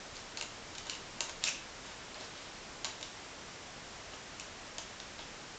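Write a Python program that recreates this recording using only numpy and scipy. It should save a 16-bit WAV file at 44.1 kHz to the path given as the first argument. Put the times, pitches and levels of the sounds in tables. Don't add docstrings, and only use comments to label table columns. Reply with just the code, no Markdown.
import sys
import numpy as np
from scipy import signal
from scipy.fft import rfft, irfft, next_fast_len
from scipy.io import wavfile

SR = 44100
rng = np.random.default_rng(int(sys.argv[2]) if len(sys.argv) > 2 else 0)


def wav_out(sig):
    wavfile.write(sys.argv[1], SR, np.round(np.clip(np.atleast_2d(sig).T, -1, 1) * 32767).astype(np.int16))


def natural_amplitude(level_db):
    exponent = np.asarray(level_db, float) / 20
    return 10 ** exponent


N = 246078
MIC_RATE = 16000

# (frequency [Hz], level [dB], t60 [s])
TUBE = [(330, -6, 0.08), (607, -4.5, 0.042), (666, -2.5, 0.024), (934, 3, 0.044), (1214, 0, 0.03),
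        (1538, -7.5, 0.075)]


def band(x, low_hz, high_hz):
    return signal.sosfilt(signal.butter(2, [low_hz, high_hz], "band", fs=SR, output="sos"), x)


def rms_one(x):
    return x / np.sqrt(np.mean(x ** 2) + 1e-20)


def resonate(x, hz, width_hz):
    radius = np.exp(-np.pi * width_hz / SR)
    angle = 2 * np.pi * hz / SR
    return signal.lfilter([.5, 0, -.5], [1, -2 * radius * np.cos(angle), radius ** 2], x + 1e-18)


def convolve(x, response):
    size = next_fast_len(N + len(response))
    return irfft(rfft(x, size) * rfft(response, size), size)[:N]


def snaps(tear_s, after, spread, travel_s, strand_width_hz, ring_db, knock_db, knock_lag_s):
    # (time [s], peak [dB], strand pitch [Hz], brightness [dB], tube knock [dB])
    tears = [(0.1665, -27, 4430, -7, -28), (0.3718, -18.5, 4270, 1, -22), (0.4104, -14, 2950, -2.5, -22),
             (0.7507, -24, 3700, -4.5, -21), (0.7558, -30, 3900, -4, -9.5), (0.7815, -21, 3960, 1, -36),
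             (0.8674, -29, 3900, 3, -9), (0.8962, -13.5, 4250, -2, -40), (1.2052, -11, 4300, 1.5, -18),
             (1.2936, -22, 3140, 0.5, -13.5), (1.4379, -8, 4120, 0.5, -27.5), (1.4504, -24, 3920, 3, -25),
             (1.4731, -17, 4430, -6, -25), (1.4834, -21.5, 4230, 0, -16.5), (2.144, -31, 4200, -7, -17),
             (2.8446, -11.5, 4200, -1.5, -20.5), (2.8515, -23, 4200, 6, -20), (3.027, -18, 3630, -3, -21),
             (4.1395, -30.5, 3420, -1.5, -25), (4.3968, -23.5, 3050, 5, -28),
             (4.782, -14.5, 3100, -2.5, -21), (4.9997, -22, 3770, -7, -27), (5.1898, -26.5, 3560, -13, -10)]
    # (time [s], peak [dB])
    fibres = [(0.156, -31), (0.394, -39), (0.4236, -21.5), (0.906, -31), (0.92, -36), (0.9322, -31),
              (0.95, -29.5), (1.221, -34), (1.8624, -34), (2.8702, -41), (3.0106, -27), (5.2044, -38)]
    # (frequency [Hz], width [Hz])
    sheath_and_crack = [(2550, 800), (6100, 1350)]
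    (low_hz, low_width), (crack_hz, crack_width) = sheath_and_crack
    fibre_hz, fibre_bright_db, fibre_knock_db = 4250, 1.5, -17.5
    rows = tears + [(s, db, fibre_hz, fibre_bright_db, fibre_knock_db) for s, db in fibres]
    thin = signal.butter(2, 1700, "high", fs=SR, output="sos")
    bending = [[spread ** 2, -2 * spread, 1, 1, -2 * spread, spread ** 2]] * 6
    out, push = np.zeros(N), np.zeros(N)
    luck_rows = rng.uniform(0, 1, (len(rows), 26))
    for (s, peak_db, hz, bright_db, tube_db), luck in zip(rows, luck_rows):
        at = int((s + travel_s) * SR)
        clicks = np.zeros(SR // 50)
        when = luck[:12]
        strength = after * (2 * luck[12:24] - 1) * np.exp(-1.5 * when)
        np.add.at(clicks, (when * tear_s * SR).astype(int), strength)
        clicks[0] = 1
        clicks = signal.sosfilt(bending, clicks)
        tick = natural_amplitude(ring_db) * resonate(clicks, hz, strand_width_hz)
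        sheath = resonate(clicks, low_hz * (0.88 + 0.17 * luck[24]), low_width)
        tick -= natural_amplitude(-15 + 0.65 * bright_db) * sheath
        crack = resonate(clicks, crack_hz * (1.11 + 0.036 * luck[25]), crack_width)
        tick -= natural_amplitude(-9.5 + bright_db) * crack
        out[at:at + len(tick)] += natural_amplitude(peak_db + 6.5) * signal.sosfilt(thin, tick)
        push[at + int(knock_lag_s * SR)] = natural_amplitude(peak_db + tube_db + knock_db)
    for hz, db, t60 in TUBE:
        out += natural_amplitude(db) * resonate(push, hz, np.log(1000) / np.pi / t60)
    return out


def pings():
    # (time [s], peak [dB], pitch [Hz])
    flicks = [(0.372, -30.5, 4240), (0.375, -40, 2600), (0.385, -41, 4300), (0.4115, -37, 2800),
              (0.4143, -34.5, 2550), (0.4255, -42, 2900), (0.8985, -34, 2570), (1.208, -36.5, 1880),
              (0.9332, -35, 2850), (0.95, -41, 2900), (1.439, -27, 4200), (1.468, -30.5, 2500),
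              (1.4728, -29.5, 2550), (1.4836, -26, 2480), (1.5188, -39, 2600), (2.143, -40, 4200),
              (2.852, -28.5, 4020), (2.8554, -39, 2350), (3.028, -31, 3470), (4.7829, -34, 3000),
              (4.398, -37, 2900), (5.0005, -41, 3650), (5.1915, -41, 3550), (5.206, -38, 3500),
              (5.225, -41, 3100)]
    width_hz = 570
    click = np.zeros(SR // 50)
    click[0] = np.e * np.pi * width_hz / SR * 2
    out = np.zeros(N)
    for s, db, hz in flicks:
        at = int(s * SR)
        ring = resonate(resonate(click, hz, width_hz), hz, width_hz)
        out[at:at + len(click)] += natural_amplitude(db) * ring
    return out


def drags(per_s, spread_db, rise):
    # (start [s], length [s], crackle [dB], brightest [Hz], dull rub [dB])
    strokes = [(0.14, 0.094, -56.5, 4360, -60), (0.377, 0.04, -52, 4200, -50), (0.75, 0.13, -62, 3620, -67),
               (0.855, 0.068, -61, 3500, -56), (0.891, 0.097, -54.5, 3640, -56),
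               (1.213, 0.012, -45.5, 6300, -54), (1.219, 0.051, -54, 4000, -47.5),
               (1.281, 0.063, -59, 4000, -50.5), (1.419, 0.048, -51.5, 3000, -53),
               (1.453, 0.018, -44, 5500, -48), (1.47, 0.03, -36.5, 6200, -54),
               (1.446, 0.07, -48, 4070, -57.5), (1.836, 0.18, -62, 3000, -57),
               (2.152, 0.05, -66, 2470, -50.5), (2.186, 0.13, -53.5, 3900, -53),
               (2.344, 0.15, -59.5, 3500, -56), (2.44, 0.086, -64, 3000, -72),
               (2.855, 0.12, -63, 2600, -57), (2.848, 0.036, -51, 4200, -45),
               (3.034, 0.018, -55, 3600, -75), (4.132, 0.029, -61, 2600, -53.5),
               (4.402, 0.023, -53.5, 3200, -54), (4.783, 0.027, -55, 3330, -52),
               (5.18, 0.072, -58, 3270, -66)]
    # (start [s], length [s], level [dB])
    slides = [
        (0.437, 0.02, -64),
        (1.462, 0.043, -54),
        (1.491, 0.045, -57.5),
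        (1.535, 0.074, -63.5),
    ]
    # (frequency [Hz], width [Hz], level [dB])
    stroke_colour = [(2600, 5400, -4), (4200, 4400, -4.5), (6460, 810, -13.5)]
    slide_hz, slide_width_hz, slide_rub_db = 2580, 330, -66
    slips = natural_amplitude(spread_db * np.minimum(rng.exponential(1, N), 5)) * rng.choice([-1, 1], N)
    slips = rms_one(slips * (rng.random(N) < per_s / SR))
    shared = np.zeros(N)
    for k, (hz, width_hz, db) in enumerate(stroke_colour):
        sign = (-1) ** k
        shared += sign * natural_amplitude(db) * np.sqrt(width_hz) * resonate(slips, hz, width_hz) / 40
    dull = rms_one(sum(natural_amplitude(db) * resonate(slips, hz, 180) for hz, db, t60 in TUBE))
    rows = [(s, length_s, db, hz, 0.46 * hz, rub_db) for s, length_s, db, hz, rub_db in strokes]
    rows += [(s, length_s, db, slide_hz, slide_width_hz, slide_rub_db) for s, length_s, db in slides]
    out = np.zeros(N)
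    for s, length_s, crackle_db, hz, width_hz, rub_db in rows:
        part = slice(int(s * SR), int((s + length_s) * SR))
        phase = np.linspace(0, 1, part.stop - part.start)
        stroke = np.sin(np.pi * phase ** rise)
        bright = resonate(slips[part], hz, width_hz) + shared[part]
        out[part] += stroke * (natural_amplitude(crackle_db) * bright + natural_amplitude(rub_db) * dull[part])
    return out


def room(x, build_s):
    # (delay [s], level [dB])
    reflections = [(.00045, -21.5), (.0011, -23.5), (.0019, -18), (.0027, -18)]
    # (low edge [Hz], high edge [Hz], t60 [s], level [dB])
    tail_bands = [(295, 1320, 0.26, -14.5), (1200, 3900, 0.38, -16.5), (3000, 6400, 0.51, -18.5),
                  (5060, 7560, .32, -14)]
    t = np.arange(SR // 2) / SR
    response = np.zeros(len(t))
    white = rng.standard_normal((len(tail_bands), len(t)))
    for noise, (low_hz, high_hz, t60, db) in zip(white, tail_bands):
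        shape = natural_amplitude(-60 * t / t60) * (1 - np.exp(-(t / build_s) ** 2))
        shape *= 4 / np.sqrt(np.sum(shape ** 2))
        response += natural_amplitude(db) * band(noise, low_hz, high_hz) * shape
    for s, db in reflections:
        response[int(s * SR)] += natural_amplitude(db)
    return convolve(x, response)


def hiss():
    # (frequency [Hz], density [dB per Hz])
    hiss_colour = [(12, -26.5), (20, 1), (53, -3), (602, -4), (1290, -6.5), (5930, -12), (7600, -13.5),
                   (9880, -27.5)]
    points_hz, points_db = np.transpose(hiss_colour)
    hz = np.maximum(np.fft.rfftfreq(N, 1 / SR), 1)
    colour = natural_amplitude(np.interp(np.log(hz), np.log(points_hz), points_db))
    colour = colour * (hz > 8) * (hz < MIC_RATE / 2)
    noise = irfft(rfft(rng.standard_normal(N)) * colour, N)
    return natural_amplitude(-48) * rms_one(noise)


def scene():
    post = snaps(tear_s=.005, after=0.68, spread=0.671, travel_s=.0001, strand_width_hz=860,
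                 ring_db=-12, knock_db=-9.5, knock_lag_s=0.002116)
    post = post + pings() + drags(per_s=6000, spread_db=3.5, rise=0.43)
    post = signal.sosfilt(signal.butter(2, 7000, fs=SR, output="sos"), post)
    return np.tile(post + room(post, build_s=0.0036) + hiss(), (2, 1))


def low_pass(x):
    return signal.sosfilt(signal.butter(12, 9060, fs=SR, output="sos"), x)


def record(dry):
    # (frequency [Hz], level [dB])
    whine = [(7656, -78), (7714, -81)]
    t = np.arange(N) / SR
    steep = signal.cheby2(14, 60, 9420, fs=SR, output="sos")
    x = .32 * np.tanh(dry / .32)
    x = signal.sosfilt(signal.cheby1(6, 1, 7440, fs=SR, output="sos"), x)
    for hz, db in whine:
        x = x + natural_amplitude(db) * np.sqrt(2) * np.sin(2 * np.pi * hz * t)
    x = signal.sosfilt(steep, x)
    x = x + natural_amplitude(-1) * 2 * x * np.cos(2 * np.pi * MIC_RATE * t)
    x = signal.sosfilt(signal.butter(13, 7940, fs=SR, output="sos"), x)
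    mix = signal.sosfilt(steep, x)
    return low_pass(mix)


dry = scene()
out = record(dry)
wav_out(out)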